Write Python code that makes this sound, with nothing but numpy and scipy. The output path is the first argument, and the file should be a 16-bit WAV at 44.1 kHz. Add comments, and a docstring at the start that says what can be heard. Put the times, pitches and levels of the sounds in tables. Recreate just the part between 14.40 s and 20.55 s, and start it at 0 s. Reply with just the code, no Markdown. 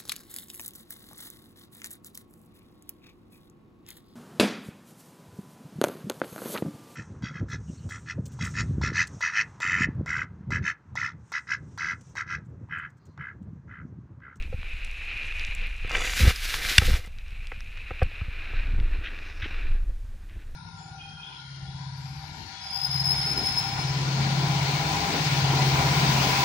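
"""In deep powder snow a snowboard carves downhill, heard by a small camera in a closed housing.
Sheared snow grains hiss and ring the housing cavity; a cloud of spray pelts the housing as
noise and as coarse impacts on its modes. Clumps and crystals strike it as short contacts that
excite decaying modes, and wind drives a lumpy low rumble and a dull roar at the microphone."""
import sys
import numpy as np
from scipy import signal
from scipy.fft import rfft, irfft, next_fast_len
from scipy.io import wavfile
from scipy.ndimage import uniform_filter1d

SR = 44100
rng = np.random.default_rng(int(sys.argv[2]) if len(sys.argv) > 2 else 0)


def int16_out(signal):
    """Quantize to a 16-bit WAV file."""
    q = np.round(np.clip(np.atleast_2d(signal).T, -1, 1) * 32767)
    wavfile.write(sys.argv[1], SR, q.astype(np.int16))


def attenuation_scalar(level_db):
    """Turn a level in dB into a linear amplitude multiplier (20 dB per decade)."""
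    decades = np.asarray(level_db, float) / 20
    return 10 ** decades


N = 271195

# All spectra give relative power density: freq_hz, density_db (dB per Hz).
# Board edge in the snow, level of its cavity part: time_s, hiss_db
CARVE = [(0, -49), (0.15, -51.5), (0.25, -42.5), (0.75, -37.5), (1.02, -35), (1.2, -40.5), (1.45, -41.5),
         (1.6, -39), (2.55, -60), (2.7, -57.5), (3.05, -48), (3.3, -51), (3.5, -44.5), (4.25, -44),
         (4.33, -51.5), (4.62, -46.5), (5.0, -50.5), (5.13, -41.5), (5.31, -49), (5.37, -61), (5.55, -76),
         (6.15, -69.5)]
# Snow hiss through the housing cavity: freq_hz, density_db
CAVITY_SPECTRUM = [(1300, -36), (2060, -12.5), (2450, 0), (2750, -5), (3180, -22), (4500, -103)]
# Scrape of the board: freq_hz, density_db
SCRAPE_SPECTRUM = [(500, -9.5), (900, -12.5), (1550, 1), (1950, -2.5), (2600, -35)]
# Fizz of snow crystals: freq_hz, density_db
CRYSTAL_SPECTRUM = [(2600, -21), (3400, 0.5), (4000, 2.5), (4600, -9), (5300, -11.5), (6200, -20),
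                    (8000, -26.5)]
# Thrown snow heard directly: freq_hz, density_db
AIR_SPECTRUM = [(4500, -2.5), (6300, 1), (8600, -6), (10500, -6.5), (15500, -32)]
# Shares against the cavity: dB at a hiss of -45 dB, dB per dB of hiss, dB added after the shift
SCRAPE_SHARE, CRYSTAL_SHARE, AIR_SHARE = (-13.5, -0.32, 10.2), (-13, -0.22, 2.8), (-23, -.05, -39)
# Edge crossing old tracks: start_s, length_s, level_db
SWISHES = [(4.631, 0.072, -34), (5.012, 0.064, -33), (5.877, 0.17, -59)]
SWISH_EDGE_S = 0.028  # linear rise and fall
# Crust of the old tracks: freq_hz, density_db
CRUST_SPECTRUM = [(1000, -18.5), (1500, 7), (2500, 6.5), (3800, -2), (4700, -19.5), (6500, -21)]
# Airy hiss that swells late in the run: peak_s, width_s (before narrowing), level_db
SWELLS = [(4.97, 0.15, -64)]
# Airy hiss: freq_hz, density_db
SWELL_SPECTRUM = [(4200, -21), (4900, -1), (5600, -3), (7000, -18)]
SHIFT_S = (3.35, 4.26)  # start and end of a gradual shift in the balance of the sound

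# Cloud of powder over the housing: time_s, rush_db, ringing_db (lumps ringing the housing)
SPRAY = [(1.46, -74, -49), (1.52, -77, -32.5), (1.64, -35, -34), (1.75, -38.5, -37.5), (1.8, -29.5, -42),
         (1.86, -35.5, -35), (1.91, -33, -29), (1.93, -45.5, -48), (2.02, -40.5, -61), (2.04, -34, -41),
         (2.07, -39.5, -45.5), (2.13, -34.5, -37), (2.2, -40.5, -37), (2.28, -32, -34.5),
         (2.36, -32.5, -39), (2.41, -39, -40), (2.45, -35.5, -34), (2.56, -41.5, -38.5), (2.63, -59.5, -52)]
# Fine rush of powder: freq_hz, density_db
FINE_SPECTRUM = [(2350, -18.5), (4000, 0.5), (5560, -2.5), (8700, -10.5), (10200, -8.5), (14400, -12.5),
                 (15500, -18)]
# Heavy rush of powder: freq_hz, density_db
BODY_SPECTRUM = [(250, -27.5), (1000, -9.5), (1600, 12), (2600, 11), (4000, 2), (6000, -54)]
FINE_DB, FINE_FOLLOW = -0.5, 0.95  # relative to a rush of -35 dB; dB per dB of rush
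FINE_FROM_S, FINE_RISE_DB_PER_S = 1.75, 78  # the fine dust reaches its full share after the lumps
# Coarse grit at the front of the cloud: freq_hz, density_db
GRIT_SPECTRUM = [(4350, -26), (4720, 9), (5150, -20), (5700, 2), (7200, 4.5), (8300, -9), (10300, -8),
                 (13000, -29)]
GRIT_DB = -40.5
# Passage of the grit: start_s, full_s, still_full_s, gone_s
GRIT_S = (1.49, 1.62, 1.76, 1.8)

# Modes of the housing: freq_hz, level_db (before weighting by the blow), t60_s (before damping)
MODES = [(200, -1, 0.03), (511.6, -6.5, 0.056), (769, -8, 0.035), (1324, -8.5, 0.069), (1582, -3.5, 0.035),
         (2080, 14.5, 0.0064), (2350, 5, 0.03), (2830, 5.5, 0.022), (3438, 3.5, 0.029), (4080, -4, 0.0024),
         (4670, 3, 0.014), (5500, -2.5, 0.02), (6160, -8.5, 0.0025), (7700, -1, 0.013), (9000, -0.5, 0.012),
         (10800, -27, 0.0036), (14000, -13.5, .004)]
# Clumps and jolts on the housing: start_s, crack_peak_db, hardness_octaves (above 250 Hz),
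# push_peak_db (low push), contact_ms
CLUMPS = [(.126, -32, 0.79, -40, 3.4), (0.139, -40.5, 0.66, -22, 4.2), (1.221, -43, 0.75, -60, 0.84),
          (1.446, -29, 1.6, -30, 2.9), (1.549, -14.5, 2.35, -40, 7), (1.568, -21, 3.6, -31, 5.4),
          (1.577, -31, 1.3, -63, 3.6), (1.615, -23, 3, -45, 8), (1.695, -20.5, 3.3, -54, 6.5),
          (1.734, -19, 3.6, -49, 5.4), (1.797, -22, 0.27, -17, 20.4), (1.868, -27, 0.8, -15.5, 8.2),
          (2.14, -16.5, 2.9, -37, 4.2), (2.25, -15.5, 2.9, -30, 1.3), (2.3809, 2.5, 4.07, -7.5, 4.6),
          (2.4159, -24.5, 1.3, -18, 8), (2.478, -27.5, 0.71, -22, 13), (2.495, -28, 0.17, -41, 7),
          (2.539, -23, 3.5, -28, 3.2), (2.585, -43, 0.47, -32, 8.2), (2.672, -40.5, 0.78, -50, 3.8),
          (3.117, -27, 1.85, -54, 6), (3.507, -26, 1.63, -28.5, 6.5), (3.6167, -16, 1.63, -11, 10.1),
          (3.811, -32.5, 1.78, -20.5, 7.3), (3.879, -48, 0.45, -25.5, 4.2), (4.133, -32.5, 1.8, -30.5, 8.1),
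          (4.396, -42, 0.092, -48, 11), (5.302, -40, 0.31, -27, 4.3), (5.491, -46, 0.17, -37.5, 6.3),
          (5.735, -52, 0.072, -56, 9.4), (5.945, -57, 0.44, -56, 6)]
# Single ice crystals: start_s, peak_db (before a short fade), hardness_octaves (above 250 Hz)
TICKS = [(0.025, -29, 3.8), (0.2306, -24, 2.6), (0.389, -46, 4.2), (0.448, -30, 4.3), (0.5134, -36, 4.1),
         (0.775, -36, 4.2), (0.924, -21, 3.07), (0.996, -19.5, 3.94), (1.0496, -20, 3.8),
         (1.1506, -28, 5.2), (1.496, -20, 4.05), (1.51, -18, 2), (1.517, -22, 3.4), (1.539, -29, 4.3),
         (1.557, -27, 4.2), (1.665, -31, 5.3), (1.96, -20.5, 5), (2.6617, -36, 5), (2.786, -30.5, 3.57),
         (2.907, -40, 4.5), (3.071, -28.5, 4.1), (3.2063, -26, 3.8), (3.3737, -27, 3.2), (3.632, -28, 4.8),
         (3.716, -39.5, 1.6), (4.4005, -24.5, 3.6), (5.897, -38, 2.9)]
# Crystals that give one short clear ping: start_s, pitch_hz, peak_db
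PINGS = [(1.96, 4950, -27.5), (2.786, 3830, -47)]
PING_S = 0.0014  # rise to the peak, and decay constant
# Fainter crystals at random before the shift: count, middle level, range of hardness
STRAY_TICKS, STRAY_TICK_DB, STRAY_OCTAVES = 12, -41, (3.3, 5.1)

# Steady air stream on the microphone: time_s, buffet_db
BREEZE = [(0, -38), (0.4, -31.5), (0.71, -39), (1.16, -28.5), (1.5, -32.5), (2.2, -35), (2.7, -37),
          (3.1, -34.5), (3.6, -39.5), (4.05, -33.5), (4.9, -37), (5.05, -34.5), (5.6, -33), (5.95, -42.5),
          (6.15, -35)]
# Gusts: peak_s, width_s (before narrowing), buffet_db, eddies_db (quicker)
GUSTS = [(0.0, 0.084, -29, -36), (0.16, 0.11, -112, -44), (1.6, 0.077, -30, -52), (1.86, 0.043, -23, -17.5),
         (2.06, 0.064, -35, -62), (2.5, 0.057, -18.5, -23), (3.65, 0.021, -24, -28),
         (4.2, 0.042, -20.5, -46), (4.42, 0.17, -20.5, -32), (5.05, 0.063, -49, -37),
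         (5.32, 0.15, -20.5, -43.5), (5.5, 0.067, -27, -48), (5.97, 0.019, -32, -40.5)]
# Slow buffets: freq_hz, density_db
BUFFET_SPECTRUM = [(12, -4.5), (22, 17), (40, 2), (55, -3.5), (110, -49.5)]
# Quicker eddies: freq_hz, density_db
EDDY_SPECTRUM = [(35, -61), (60, 6.5), (95, -3.5), (140, -17.5), (220, -20.5), (600, -82.5)]
# Air roaring past the mount: freq_hz, density_db
ROAR_SPECTRUM = [(130, -25.5), (220, -2), (330, 3.5), (470, -6), (640, -16), (800, -10.5), (1200, -19.5),
                 (2000, -51.5)]
EDDIES_DB, EDDIES_FOLLOW = -46.5, 0.4  # eddies of the stream; dB per dB of its buffet
ROAR_DB, ROAR_SHIFTED_DB = -75, 15.5  # before the shift; added after it
ROAR_FOLLOW = 0.27  # after the shift, dB per dB of the carve
ROAR_UNDER_EDDIES_DB, ROAR_UNDER_SPRAY_DB = -23, -36.5  # relative to gust eddies; to spray ringing

# Microphone's own noise: freq_hz, density_db
HISS_SPECTRUM = [(600, 0.5), (2500, -4.5), (6800, -9.5), (9100, -12), (9500, -9), (9900, -13.5),
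                 (13700, -17), (14300, -9), (15500, -37)]
HISS_DB = -63.5


def board():
    """Granular shear: one stream of snow grains, filtered by the cavity and as scrape and fizz, plus air."""
    hiss_db, = curves(CARVE)

    def share(at_45_db, slope, turned_db):
        """Level against the cavity, linear in the hiss level in dB."""
        return attenuation_scalar(at_45_db + slope * (hiss_db + 45) + turned_db * shifted())

    snow = grains(4000, spread_db=3.0, smooth=0.97, flutter_db=1.6, flutter_ms=27)
    air = grains(1200, spread_db=3.5, smooth=1.2, flutter_db=2, flutter_ms=20)
    crust = grains(3000, spread_db=2.8, smooth=.8, flutter_db=2.2, flutter_ms=7)
    parts = coloured(snow, CAVITY_SPECTRUM)
    parts += share(*SCRAPE_SHARE) * coloured(snow, SCRAPE_SPECTRUM)
    parts += share(*CRYSTAL_SHARE) * coloured(snow, CRYSTAL_SPECTRUM)
    parts += share(*AIR_SHARE) * coloured(air, AIR_SPECTRUM)
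    old_tracks = swishes() * coloured(crust, CRUST_SPECTRUM)
    swells = bumps(SWELLS, column=2, narrowing=0.84) * coloured(snow, SWELL_SPECTRUM)
    return attenuation_scalar(hiss_db) * parts + old_tracks + swells


def swishes():
    """Amplitude modulation: short trapezoidal surges as the edge crosses old tracks."""
    t = np.arange(N) / SR
    gain = np.zeros(N)
    for start, length, db in SWISHES:
        to_nearest_end = np.minimum(t - start, start + length - t)
        gain += attenuation_scalar(db) * np.clip(to_nearest_end / SWISH_EDGE_S, 0, 1)
    return gain


def shifted():
    """Linear crossfade of the balance: 0 before the shift, 1 after it."""
    return np.interp(np.arange(N) / SR, SHIFT_S, (0, 1))


def spray():
    """Superposed impacts: fine and heavy powder as noise, coarse lumps convolved with the housing modes."""
    t = np.arange(N) / SR
    body_db, ringing_db = curves(SPRAY)
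    late_db = FINE_RISE_DB_PER_S * np.maximum(FINE_FROM_S - t, 0)
    fine_db = FINE_DB - late_db + FINE_FOLLOW * (body_db + 35) - 35
    powder = grains(9000, spread_db=2.5, smooth=1.2, flutter_db=1.2, flutter_ms=9)
    rush = attenuation_scalar(fine_db) * coloured(powder, FINE_SPECTRUM)
    rush += attenuation_scalar(body_db) * coloured(powder, BODY_SPECTRUM)
    lumps = grains(2500, spread_db=2.5, smooth=.4, flutter_db=3.5, flutter_ms=8)
    response = housing(octave=2.37, spread=2.06, damping=0.71)
    ringing = evened(signal.oaconvolve(lumps, response)[:N])
    coarse = grains(2500, spread_db=3, smooth=.7, flutter_db=2, flutter_ms=10)
    early = np.interp(t, GRIT_S, (0, 1, 1, 0))
    grit = attenuation_scalar(GRIT_DB) * early * coloured(coarse, GRIT_SPECTRUM)
    return rush + attenuation_scalar(ringing_db) * ringing + grit


def clumps():
    """Impact and recoil: a crack rings the housing, then the diaphragm is pushed and swings back."""
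    out, t = np.zeros(N), np.arange(4000) / SR
    swing_hz = 50 + 45 * np.exp(-t / 0.0064)  # the swing slows as it settles
    swing = np.sin(2 * np.pi * np.cumsum(swing_hz) / SR)
    push = swing * np.exp(-(t / 0.011) ** 2) * np.tanh(t / 0.0032)
    push = push / push.max()
    for start, crack_db, octave, push_db, contact_ms in CLUMPS:
        noise = rng.standard_normal(1500)
        crack = ring(octave, 1.43, max(contact_ms, .3) / 1000, noise)
        add(out, start, attenuation_scalar(crack_db) * crack)
        add(out, start + 0.0007 * contact_ms, attenuation_scalar(push_db) * push)  # 0.7 of the contact later
    return out


def ticks():
    """Brief contact, wide spectrum: hard crystals touch for about 0.3 ms, and a few give a pure ping."""
    out = np.zeros(N)
    low, high = STRAY_OCTAVES
    strays = [(when * SHIFT_S[0], STRAY_TICK_DB + 8 * (level - .5), low + (high - low) * hardness)
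              for when, level, hardness in rng.random((STRAY_TICKS, 3))]
    fade = np.exp(-np.arange(400) / 90)  # in samples
    for start, db, octave in TICKS + strays:
        tick = ring(octave, 1.1, .0003, rng.standard_normal(200))[:400]
        add(out, start, attenuation_scalar(db) * tick * fade)
    t = np.arange(600) / SR
    envelope = np.e * t / PING_S * np.exp(-t / PING_S)  # peaks at 1
    for start, hz, db in PINGS:
        add(out, start, attenuation_scalar(db) * envelope * np.sin(2 * np.pi * hz * t))
    return out


def ring(octave, spread, contact_s, noise):
    """Forced modes: contact noise, duller for softer blows, excites modes that snow damps more the higher the
    blow is centred."""
    t = np.arange(len(noise)) / SR
    low_hz = 250 * 2 ** (octave - spread)
    top_hz = min(250 * 2 ** (octave + spread), 18000)
    blow = noise * np.exp(-(t / contact_s) ** 4)
    blow = signal.lfilter(*signal.butter(2, (low_hz, top_hz), "bandpass", fs=SR), blow)
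    sound = signal.fftconvolve(blow, housing(octave, spread, .8 + .55 * octave))
    return sound / abs(sound).max()


def housing(octave, spread, damping):
    """Modal sum: decaying sines, strongest near a centre given in octaves above 250 Hz."""
    hz, db, t60 = np.transpose(MODES)[:, :, None]
    t = np.arange(2600) / SR
    near_db = -12 * ((np.log2(hz / 250) - octave) / spread) ** 2
    decay_db = -60 * damping * t / t60
    return (attenuation_scalar(db + near_db + decay_db) * np.sin(2 * np.pi * hz * t)).sum(0)


def wind():
    """Turbulent pressure: slow buffets, quicker lumpy eddies and a roar that grows with gusts and spray."""
    breeze_db, = curves(BREEZE)
    gusts = bumps(GUSTS, column=2, narrowing=0.67)
    swirls = bumps(GUSTS, column=3, narrowing=0.75)
    buffet = steadied(coloured(rng.standard_normal(N), BUFFET_SPECTRUM), 70)
    lumpy = grains(250, spread_db=4.6, smooth=0.57, flutter_db=0.35, flutter_ms=44)
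    eddies = steadied(coloured(lumpy, EDDY_SPECTRUM), 160)
    rough = grains(800, spread_db=3.0, smooth=0.48, flutter_db=2.8, flutter_ms=13)
    roar = coloured(rough, ROAR_SPECTRUM)
    stream = attenuation_scalar(EDDIES_DB + EDDIES_FOLLOW * (breeze_db - breeze_db.mean()))
    riding_db = ROAR_FOLLOW * (curves(CARVE)[0] + 50)
    roar_gain = attenuation_scalar(ROAR_DB + (ROAR_SHIFTED_DB + riding_db) * shifted())
    roar_gain += attenuation_scalar(ROAR_UNDER_EDDIES_DB) * swirls
    roar_gain += attenuation_scalar(ROAR_UNDER_SPRAY_DB + curves(SPRAY)[1])
    # steady stream and gusts add in power
    return np.hypot(attenuation_scalar(breeze_db), gusts) * buffet + np.hypot(stream, swirls) * eddies + roar_gain * roar


def microphone_noise():
    """Stationary self-noise: Gaussian noise filtered to the microphone's spectrum."""
    return attenuation_scalar(HISS_DB) * coloured(rng.standard_normal(N), HISS_SPECTRUM)


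def faint_side(mono):
    """Decorrelation: the sound with random phases, coming and going in wide bands."""
    hz, _, z = signal.stft(mono, SR, nperseg=1024)
    flicker = uniform_filter1d(rng.standard_normal(z.shape), 300, axis=0) > .03
    phases = np.exp(2j * np.pi * rng.random(z.shape))
    tilt = attenuation_scalar(-24 + 3 * np.log2(hz[:, None] / 1000 + .1))
    return signal.istft(z * phases * flicker * tilt, SR, nperseg=1024)[1][:N]


def grains(per_s, spread_db, smooth, flutter_db, flutter_ms):
    """Shot noise: random impacts of uneven size over smooth noise, all fluttering together."""
    sizes = attenuation_scalar(spread_db * np.minimum(rng.exponential(1, N), 5))
    hits = (rng.random(N) < per_s / SR) * sizes
    signs, hush, wander = rng.standard_normal((3, N))
    width = max(int(flutter_ms * SR / 1000), 1)
    flutter = evened(uniform_filter1d(uniform_filter1d(wander, width), width))
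    return (evened(hits * signs) + smooth * hush) * attenuation_scalar(flutter_db * flutter)


def coloured(x, points):
    """Linear filtering: shapes x by a spectrum, silent above its last point, at rms 1."""
    f, db = np.transpose(points)
    size = next_fast_len(N)
    hz = np.fft.rfftfreq(size, 1 / SR)
    gain = attenuation_scalar(np.interp(np.log(hz + 1), np.log(f), db, right=-140))
    return evened(irfft(rfft(x, size) * gain, size)[:N])


def steadied(x, ms):
    """Envelope division: takes out most of the slow wander of a noise's strength."""
    width = int(ms * SR / 1000)
    power = uniform_filter1d(uniform_filter1d(x ** 2, width), width)
    return evened(x / np.sqrt(power + 0.1))


def bumps(rows, column, narrowing):
    """Power addition: gain of bell-shaped swells, their widths scaled by narrowing."""
    t = np.arange(N) / SR
    power = np.zeros(N)
    for row in rows:
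        bell = np.exp(-((t - row[0]) / (narrowing * row[1])) ** 2)
        power += attenuation_scalar(2 * row[column]) * bell
    return np.sqrt(power)


def curves(rows):
    """Linear interpolation: the columns of a table at every sample, 120 dB lower outside it."""
    s, *columns = np.transpose(rows)
    t = np.arange(N) / SR
    outside = (t < s[0]) | (t > s[-1] + .05)
    return [np.interp(t, s, column) - 120 * outside for column in columns]


def evened(x):
    """Normalisation to unit mean power, rms 1."""
    return x / np.sqrt(np.mean(x ** 2) + 1e-20)


def add(mix, start_s, sound):
    """Superposition: lays a sound into the mix at its start time."""
    part = mix[max(round(start_s * SR), 0):][:len(sound)]
    part += sound[:len(part)]


def scene():
    """Superposition of all sources at one microphone, on two channels that differ only faintly."""
    mono = board() + spray() + clumps() + ticks() + wind() + microphone_noise()
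    side = faint_side(mono)
    return np.array([mono + side, mono - side])


def top_cut(x):
    """Nothing passes above the cut-off."""
    return signal.sosfilt(signal.butter(12, 15670, fs=SR, output="sos"), x)


def record(dry):
    """Saturation: the loudest crack clips at full scale."""
    clipped = np.clip(dry, -1, 1)
    return top_cut(clipped)


dry = scene()
out = record(dry)
int16_out(out)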